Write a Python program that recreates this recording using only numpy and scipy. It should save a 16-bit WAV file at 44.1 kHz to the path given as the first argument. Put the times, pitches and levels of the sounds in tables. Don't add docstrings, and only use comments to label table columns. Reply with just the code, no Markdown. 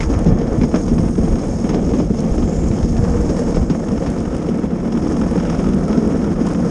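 import sys
import numpy as np
from scipy import signal
from scipy.fft import rfft, irfft, next_fast_len
from scipy.io import wavfile

SR = 44100
rng = np.random.default_rng(int(sys.argv[2]) if len(sys.argv) > 2 else 0)


def waveform_to_disk(signal):
    frames = np.transpose(np.atleast_2d(signal))
    scaled = np.clip(frames, -1, 1) * 32767
    samples = np.round(scaled).astype(np.int16)
    wavfile.write(sys.argv[1], SR, samples)


N = 295470
T = np.arange(N) / SR
BINS = np.fft.rfftfreq(8192, 1 / SR)

# frequency in Hz, width in Hz, relative dB.
SHELL_MODES = [(168.3, 30, 3.5), (230.3, 32, 4), (309.2, 64, -3.5), (385, 170, -12.5)]
PAN_MODES = [(461, 38, -0.5), (527, 28, -4), (579, 28, -9), (665, 18, -14), (683, 50, -10), (765, 46, -14)]
CHASSIS_MODES = [(859, 106, 6.5), (995, 70, -7.5), (1082, 210, -0.5), (1244, 120, -2), (1485, 110, -7),
                 (1763, 220, -6.5)]
TREAD_MODES = [(2190, 320, -7), (2610, 820, -14.5), (3200, 720, -14)]
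CONTACT_MODES = [(5080, 330, -0.5), (5496, 350, 3)]
RIM_MODES = [(6450, 210, 0), (6600, 280, -5)]
TUB_MODES = [(306, 21, 7), (403, 42, 1.5), (516, 57, -21), (610, 60, -2.5), (1200, 50, -27),
             (1290, 50, -19), (1430, 38, -27)]
SCRUB_MODES = [(974, 110, 7.5), (1040, 100, -1), (1300, 95, 9), (1470, 93, 0.5), (1770, 300, -5.5),
               (3270, 530, -23)]
# frequency in Hz, relative dB.
SPRAY_SPECTRUM = [(2500, -12), (4200, -5.5), (6000, 1), (7500, -2), (8800, -3.5), (9900, -4),
                  (10450, -16.5), (11100, -20.5), (11600, -27.5), (13000, -27)]
AIR_SPECTRUM = [(5, -28.5), (18, -16), (32, 2.5), (50, 0), (80, -1), (125, -7.5), (200, -9), (400, -28),
                (900, -45.5), (3000, -77.5)]

# time in seconds, wheel turns per second.
WHEEL_SPEED = [(0.0, 18.68), (0.42, 18.8), (0.84, 20.24), (1.26, 19.94), (1.68, 19.46), (2.09, 20.24),
               (2.51, 20.0), (2.93, 20.96), (3.35, 22.34), (3.77, 22.22), (4.19, 21.38), (4.61, 20.78),
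               (5.03, 20.6), (5.44, 21.26), (5.86, 20.78), (6.28, 20.9), (6.7, 20.72)]
# time in seconds, depth from 0 to 1.
CHATTER_DEPTH = [(0, 0.1), (1.8, 0.29), (3.1, 0.18), (4.1, 0.4), (5.0, 0.35), (5.6, 0.41), (6.3, 0.25),
                 (6.7, 0.44)]
# time in seconds, then roughness, pan growl and chassis chatter in dB.
SURFACE = [(0, -2, -27.5, -37), (.3, -1, -26.5, -38.5), (.9, 0.5, -28, -39), (1.15, 1.5, -28, -39),
           (1.5, -2.5, -28.5, -40), (1.75, 3, -25.5, -39.5), (2.15, 1, -30.5, -41.5),
           (2.4, -0.5, -26.5, -40), (2.7, -1.5, -31, -41.5), (3.1, -0.5, -27, -37), (3.6, -1, -26.5, -38.5),
           (4.3, -0.5, -30, -42.5), (4.8, 0, -29.5, -39), (5.45, 1, -26.5, -36), (5.95, 0.5, -27.5, -40),
           (6.2, -0.5, -28, -38), (6.7, 2, -27, -37.5)]
# centre and length in seconds, drops of rolling and hiss in dB.
LULLS = [(0.075, 0.044, 4.5, 5.5), (0.702, 0.11, 3.5, 3), (0.845, 0.036, 4.5, -1), (1.135, 0.075, 5, -1),
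         (1.767, 0.11, -1, 4.5), (2.093, 0.075, 3, 4), (2.91, 0.048, 3.5, -1.5), (3.68, 0.075, 6, 3),
         (4.287, 0.098, 2.5, 1.5)]
# time in seconds, wetness in dB.
WETNESS = [(0, 8), (.2, -2), (.42, -4.5), (.8, 3), (1.1, 0), (1.6, 3), (2.1, 1.5), (2.6, 2), (3.5, 3.5),
           (3.65, 0), (4.1, 0.5), (4.75, -4), (5.1, 3), (5.6, 2.5), (6.3, 0), (6.7, 3.5)]
# time in seconds, level in dB.
AIRFLOW = [(0, -18), (.45, -22), (1.1, -22), (1.5, -22.5), (1.85, -22), (2.5, -25.5), (3.1, -18.5),
           (3.5, -24.5), (4.0, -25), (4.85, -29), (5.25, -22.5), (6.1, -25.5), (6.7, -26)]
# peak time in seconds, length in seconds, rise in dB.
GUSTS = [(.325, 0.12, 6), (.6, 0.06, 8), (.93, 0.046, 8), (1.01, 0.079, 8), (1.21, 0.042, 6.5),
         (1.33, .06, 9), (1.91, 0.056, 3), (2.06, 0.043, 4), (2.38, 0.18, 7), (2.66, 0.18, 2.5),
         (3.02, 0.1, 4), (3.16, 0.093, 3), (3.28, 0.046, 9), (3.61, 0.08, 8)]
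# time in seconds, relative level in dB, pitch in Hz.
EDDIES = [(0.168, 3, 69.5), (0.306, -2, 95), (.328, 4.5, 115), (.518, -1, 55), (0.588, -1.5, 125),
          (0.924, 0, 92.5), (0.999, 5.5, 173), (1.062, -4, 120), (1.194, -5, 85), (1.321, -8, 55),
          (2.107, 5.5, 165), (2.315, 1, 45), (2.377, -5, 55), (2.437, -3, 50), (2.584, -1.5, 55),
          (2.648, -1.5, 50), (2.709, 4.5, 105), (2.836, 0, 48), (2.995, 6, 123), (3.036, 3, 62),
          (3.623, 1, 55)]
# start in seconds, clack, thud and splash in relative dB, rattle decay in seconds.
JOINTS = [(.005, -21, -32, -38, 0.026), (0.031, -16, -19, -39, .008), (.098, -23.5, -4, -43, 0.013),
          (.138, -19.5, -6, -43, 0.0084), (0.262, -25.5, 2, -40, 0.02), (0.413, -26, 0.5, -45, 0.013),
          (0.614, -17, 6, -43, 0.0049), (0.634, -20.5, -3.5, -39.5, 0.012), (.742, -16.5, -1, -38, 0.0057),
          (0.758, -17.5, -12, -37, 0.0095), (.881, -25.5, -28, -42, 0.017), (0.914, -31, -3, -52, 0.014),
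          (.982, -22, -12, -42, 0.012), (1.179, -29, 1.5, -46, 0.0098), (1.252, -27, -15, -54, .008),
          (1.387, -26, 3.5, -48, 0.0055), (1.643, -24, -11, -51, 0.016), (1.692, -20, -3, -39, 0.027),
          (1.745, -18.5, 3.5, -40, 0.0066), (1.892, -29, 4, -50, 0.005), (1.936, -24, -6, -44, 0.03),
          (1.987, -24, 0.5, -41, 0.011), (2.004, -23, -5, -45, 0.0091), (2.106, -42, 3.5, -50, 0.0074),
          (2.186, -27, 1, -42, .008), (2.379, -22, -2, -47, 0.0075), (2.426, -22, -6, -55, 0.012),
          (2.476, -27, -1, -52, 0.006), (2.714, -20, -6, -50, 0.0055), (2.829, -21, -14, -39, 0.0086),
          (2.846, -34, 0.5, -48, 0.0058), (2.967, -22.5, -15, -43, 0.013), (3.039, -26, -12, -42, 0.016),
          (3.144, -38, -4, -53, 0.012), (3.207, -30, -16, -54, 0.0082), (3.294, -28, 2, -40, 0.016),
          (3.367, -25, -12, -41, 0.022), (3.42, -36, -4.5, -50, 0.008), (3.545, -23.5, -9, -38.5, 0.023),
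          (3.567, -24, -4.5, -41, 0.015), (3.699, -21, -1.5, -38, 0.022), (4.063, -24, -7.5, -41, 0.052),
          (4.487, -23, 0.5, -46, 0.0079), (5.022, -29, -8, -46, 0.0068), (5.373, -34, 0, -54, 0.0095),
          (5.975, -28, 2, -44, 0.01), (6.025, -40, 2.5, -58, 0.0074), (6.304, -34, -0.5, -50, 0.0058)]
# start in seconds, pitch in Hz, level in dB.
CLINKS = [(.006, 2130, -29.5), (0.033, 1250, -34), (0.15, 1250, -35), (.613, 2220, -40), (0.745, 1270, -29),
          (2.987, 1050, -35), (3.049, 1000, -31), (3.147, 1050, -39)]
# start in seconds, relative level in dB.
STONES = [(.19, -31), (.245, -33), (1.483, -37), (1.697, -37), (2.205, -31), (3.364, -37), (3.56, -32),
          (4.067, -44), (4.101, -31), (4.203, -34), (4.348, -39), (4.366, -31.5), (4.382, -37), (4.44, -42),
          (4.575, -41), (4.595, -39), (5.199, -41), (5.311, -34), (5.744, -36), (5.881, -34), (6.075, -37),
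          (6.467, -30), (6.487, -33), (6.535, -32)]
# start in seconds, level in dB.
KNOCKS = [(0.257, -13), (0.741, -4), (.757, -9.5), (1.746, -18), (2.001, -7.5), (2.381, -11), (3.57, -8)]
# time in seconds, centre of the sizzle in Hz, level in dB.
WATER_FILM = [(0, 8500, -80), (.7, 8600, -62), (1.1, 8700, -54), (1.6, 8600, -63), (1.9, 7500, -58),
              (2.2, 7300, -72), (2.55, 7000, -45), (2.9, 7200, -58), (3.4, 7500, -54), (3.7, 7500, -60),
              (6.7, 7500, -83)]
# start in seconds, level in dB.
SKIPS = [(1.078, -34), (1.152, -35), (1.327, -37), (1.353, -34), (1.825, -42), (3.883, -32), (3.975, -34),
         (4.251, -35), (4.344, -36), (4.581, -37), (4.633, -46), (4.922, -34), (4.971, -31.5), (5.067, -40),
         (5.165, -32.5), (5.212, -32), (5.397, -30.5), (5.449, -34), (5.472, -39), (5.496, -27),
         (5.545, -34), (5.588, -30), (5.639, -32), (5.685, -32), (5.732, -33), (5.926, -29.5), (5.972, -34),
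         (6.241, -31), (6.468, -30), (6.545, -32)]
# centre and length in seconds, level of the pan's ring in dB, pitch in Hz.
COARSE_STRETCHES = [(1.757, 0.14, -32, 445), (2.479, 0.58, -36, 458), (3.053, 0.27, -24, 475.4),
                    (5.454, 0.11, -29, 454)]
# time in seconds, level of the scrub in dB.
SIDE_LOAD = [(0, -55), (2.7, -62), (4.3, -42), (5.0, -48), (5.5, -42), (5.72, -39), (6.0, -39.5),
             (6.3, -44.5), (6.7, -38)]
# time in seconds, pitch in Hz, level in dB.
SHELL_DRONE = [(0, 201, -31.5), (4.6, 214.3, -46.5), (5.5, 234, -35), (5.7, 204.9, -13.5),
               (5.8, 205.8, -23), (5.92, 210.1, -18.5), (6.03, 231, -19), (6.11, 237.8, -24),
               (6.3, 199.7, -18), (6.45, 198.7, -32), (6.68, 224.7, -25)]


def amp(db):
    return 10 ** (np.asarray(db) / 20)


def unit_rms(x):
    return x / np.sqrt(np.mean(x ** 2) + 1e-20)


def curves(rows):
    s, *columns = np.transpose(rows)
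    return [np.interp(T, s, c) for c in columns]


def swells(rows):
    out = np.zeros(N)
    for s, length, height in rows:
        near = slice(*np.searchsorted(T, [s - 2 * length, s + 2 * length]))
        out[near] += height * np.exp(-(2 * (T[near] - s) / length) ** 2)
    return out


def add(mix, s, sound):
    part = mix[max(0, round(s * SR)):][:len(sound)]
    part += sound[:len(part)]


def wander(hz):
    size = next_fast_len(N, real=True)
    spectrum = rfft(rng.standard_normal(size)) / (1 + (np.fft.rfftfreq(size, 1 / SR) / hz) ** 4)
    return unit_rms(irfft(spectrum, size)[:N])


def band(hz, half_width_hz, skirt_hz, skirt):
    phase = 2 * np.pi * np.cumsum(hz) / SR
    a, b = (wander(half_width_hz) + skirt * wander(skirt_hz) for _ in range(2))
    return unit_rms(a * np.cos(phase) + b * np.sin(phase))


def shape(spectrum):
    hz, db = np.transpose(spectrum)
    return amp(np.interp(np.log(BINS + 1), np.log(hz), db))


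def body(modes, low_hz, high_hz):
    power = sum(amp(db) ** 2 / (1 + (2 * (BINS - hz) / width) ** 2) for hz, width, db in modes)
    return np.sqrt(power / (1 + (low_hz / (BINS + 1)) ** 12) / (1 + (BINS / high_hz) ** 12))


def ring(force, gain):
    log_gain = np.log(np.maximum(gain / gain.max(), 1e-5))
    mirrored = np.concatenate([log_gain, log_gain[-2:0:-1]])
    response = np.fft.ifft(np.exp(np.conj(signal.hilbert(mirrored)))).real[:len(BINS)]
    return signal.oaconvolve(force, response / np.linalg.norm(response))[:len(force)]


def texture(pressure, gain, per_s, spread_db, smooth):
    sizes = amp(spread_db * np.minimum(rng.exponential(1, N), 4)) * rng.choice([-1, 1], N)
    impacts = unit_rms(sizes * (rng.random(N) < per_s / SR))
    force = impacts + smooth * rng.standard_normal(N)
    return unit_rms(ring(force * pressure, gain))


def blow(decay_s, snap):
    t = T[:SR // 8]
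    force = rng.standard_normal(len(t)) * np.exp(-t / decay_s)
    force[0] += snap * np.sqrt(decay_s * SR)
    return force * np.sqrt(decay_s * SR) / np.linalg.norm(force)


def wheel_load(sharpness=1.8, weaker_press=0.36, skew=0.18, flutter_db=2):
    turns_per_s, = curves(WHEEL_SPEED)
    depth, = curves(CHATTER_DEPTH)
    angle = 2 * np.pi * np.cumsum(turns_per_s) / SR
    presses = np.exp(sharpness * (np.cos(2 * angle + skew * np.cos(2 * angle)) - 1))
    presses *= np.where(np.cos(angle) > 0, 1, weaker_press)
    return unit_rms(1 - depth + depth * unit_rms(presses)) * amp(flutter_db * wander(hz=30))


def patches(uneven_db=1.24):
    lull_db = swells([(s, length, db) for s, length, db, _ in LULLS])
    return amp(uneven_db * wander(hz=23) - lull_db)


def rolling(load, drum_db=-19, rasp_db=-50):
    rough_db, growl_db, chatter_db = curves(SURFACE)
    skid_db = swells([(5.5, 0.32, 5.5)])
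    drum = texture(load ** 0.19, body(SHELL_MODES, 144.8, 465), per_s=900, spread_db=0, smooth=1.36)
    growl = texture(load ** 0.5, body(PAN_MODES, 398, 864), per_s=1200, spread_db=1, smooth=0.83)
    chatter = texture(load ** 0.64, body(CHASSIS_MODES, 830, 2060),
                      per_s=1000, spread_db=1.5, smooth=0.96)
    rasp = texture(load ** 0.56, body(TREAD_MODES, 1800, 3960), per_s=2200, spread_db=2.5, smooth=0.84)
    rumble = amp(drum_db + rough_db) * drum + amp(growl_db) * growl
    rattle = amp(chatter_db) * chatter + amp(rasp_db + 0.4 * rough_db + skid_db) * rasp
    return rumble + rattle


def wet_hiss(load, lag_s=0.0071, hiss_db=-51, rim_db=-49.5, spray_db=-51.5):
    pole = np.exp(-1 / (lag_s * SR))
    squeeze = signal.lfilter([1 - pole], [1, -pole], load)
    wet_db = curves(WETNESS)[0] - swells([(s, length, db) for s, length, _, db in LULLS])
    damping_db = np.interp(T, [1.9, 5.1], [0, 4.5])
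    hiss = texture(squeeze ** 0.5, body(CONTACT_MODES, 4720, 5800), per_s=2500, spread_db=5, smooth=0.71)
    rim = texture(squeeze ** 0.62, body(RIM_MODES, 6640, 7500), per_s=2300, spread_db=7, smooth=0.83)
    spray = texture(squeeze ** 0.73, shape(SPRAY_SPECTRUM), per_s=2400, spread_db=1.5, smooth=0.36)
    return amp(wet_db) * (amp(hiss_db) * hiss + amp(rim_db - damping_db) * rim + amp(spray_db) * spray)


def wind(lumps_db=2, eddy_cycles=0.66):
    air_db, = curves(AIRFLOW)
    turbulence = rng.standard_normal(N) * amp(lumps_db * wander(hz=27))
    air = amp(air_db + swells(GUSTS)) * unit_rms(ring(turbulence, shape(AIR_SPECTRUM)))
    for s, db, hz in EDDIES:
        cycles = T[:SR // 8] * hz
        age = 2 * cycles / eddy_cycles
        eddy = age * np.exp(-age) * np.sin(2 * np.pi * (cycles + rng.random()))
        add(air, s - 0.004, amp(db) * eddy)
    return air


def wheel_contact(lead_s=0.01, length_s=0.01, dip_db=1.5):
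    return amp(-swells([(s - lead_s, length_s, dip_db) for s, *_ in JOINTS]))


def cracks(per_s=4, spread_db=2, decay_s=0.0096):
    gaps, sizes = rng.random((100, 2)).T
    times = np.cumsum(2 * gaps) / per_s
    sizes_db = spread_db * (2 * sizes - 1)
    return [(s, db - 28.5, db - 18, db - 46, decay_s) for s, db in zip(times, sizes_db)]


def bumps():
    clacks, thuds, splashes = np.zeros((3, N))
    for s, clack_db, thud_db, splash_db, decay_s in list(JOINTS) + cracks():
        add(clacks, s, amp(clack_db - 11) * blow(decay_s, snap=0.38))
        add(thuds, s, amp(thud_db - 11) * blow(0.89 * decay_s, snap=0.45))
        add(splashes, s, amp(splash_db - 1) * blow(decay_s=0.018, snap=0.06))
    return (ring(clacks, body(PAN_MODES + CHASSIS_MODES + TREAD_MODES, 490, 4560))
            + ring(thuds, body(SHELL_MODES + PAN_MODES, 133, 396))
            + ring(splashes, body(CONTACT_MODES + RIM_MODES, 2980, 9700)))


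def clinks(width_hz=340):
    out = np.zeros(N)
    for s, hz, db in CLINKS:
        mode = body([(hz, width_hz, 0)], 0.5 * hz, 2 * hz)
        add(out, s, amp(db) * ring(blow(decay_s=0.016, snap=0.71), mode))
    return out


def grit(tread_db=-9, top_hz=10600):
    force = np.zeros(N)
    for s, db in STONES:
        add(force, s, amp(db - 6) * blow(decay_s=0.0034, snap=0.3))
    ticks = ring(force, shape(SPRAY_SPECTRUM) / (1 + (BINS / top_hz) ** 40))
    return ticks + amp(tread_db) * ring(force, body(TREAD_MODES, 1400, 4200))


def knocks():
    force = np.zeros(N)
    for s, db in KNOCKS:
        add(force, s, amp(db) * blow(decay_s=0.0014, snap=6.8))
    return ring(force, body(TUB_MODES, 248, 1640))


def sizzle():
    hz, db = curves(WATER_FILM)
    return amp(db) * band(hz, half_width_hz=500, skirt_hz=1200, skirt=0.31)


def skips(rise_s=0.0028):
    age = T[:SR // 25] / rise_s
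    envelope = age * np.exp(1 - age)
    force = np.zeros(N)
    for s, db in SKIPS:
        add(force, s, amp(db) * envelope * rng.laplace(size=len(age)) / np.sqrt(2))
    scrape = amp(-0.5) * ring(force, body(SCRUB_MODES, 895, 3830))
    rasp = amp(-8) * ring(force, body(TREAD_MODES, 1500, 3850))
    spit = amp(-10) * ring(force, body(CONTACT_MODES + RIM_MODES, 4600, 9500))
    return scrape + rasp + spit


def pan_ring():
    times, _, _, hz = np.transpose(COARSE_STRETCHES)
    gain = swells([(s, length, amp(db)) for s, length, db, _ in COARSE_STRETCHES])
    return gain * band(np.interp(T, times, hz), half_width_hz=5.2, skirt_hz=40, skirt=0.15)


def cornering(load, upper_ratio=1.7, upper_db=-10.5):
    scrub_db, = curves(SIDE_LOAD)
    drone_hz, drone_db = curves(SHELL_DRONE)
    scrub = texture(load ** 0.58, body(SCRUB_MODES, 875, 3800), per_s=3300, spread_db=3, smooth=0.58)
    lower_mode = band(drone_hz, half_width_hz=45, skirt_hz=55, skirt=0.14)
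    upper_mode = band(upper_ratio * drone_hz, half_width_hz=23, skirt_hz=90, skirt=0.54)
    return amp(scrub_db) * scrub + amp(drone_db) * (lower_mode + amp(upper_db) * upper_mode)


def scene():
    patch_gain = patches()
    load = wheel_load()
    wheels = patch_gain * rolling(load) + wet_hiss(load) + cornering(load) + pan_ring()
    cart = wheels * wheel_contact() + sizzle() + bumps() + skips() + knocks() + clinks() + grit()
    return (cart + wind())[None]


def record(dry, ceiling=0.85, cutoff_hz=12800):
    rounded = dry / (1 + (dry / ceiling) ** 6) ** (1 / 6)
    lowpass = signal.firwin(511, cutoff_hz, window=("kaiser", 9), fs=SR)
    return signal.oaconvolve(rounded, lowpass[None], "same")


dry = scene()
out = record(dry)
waveform_to_disk(out)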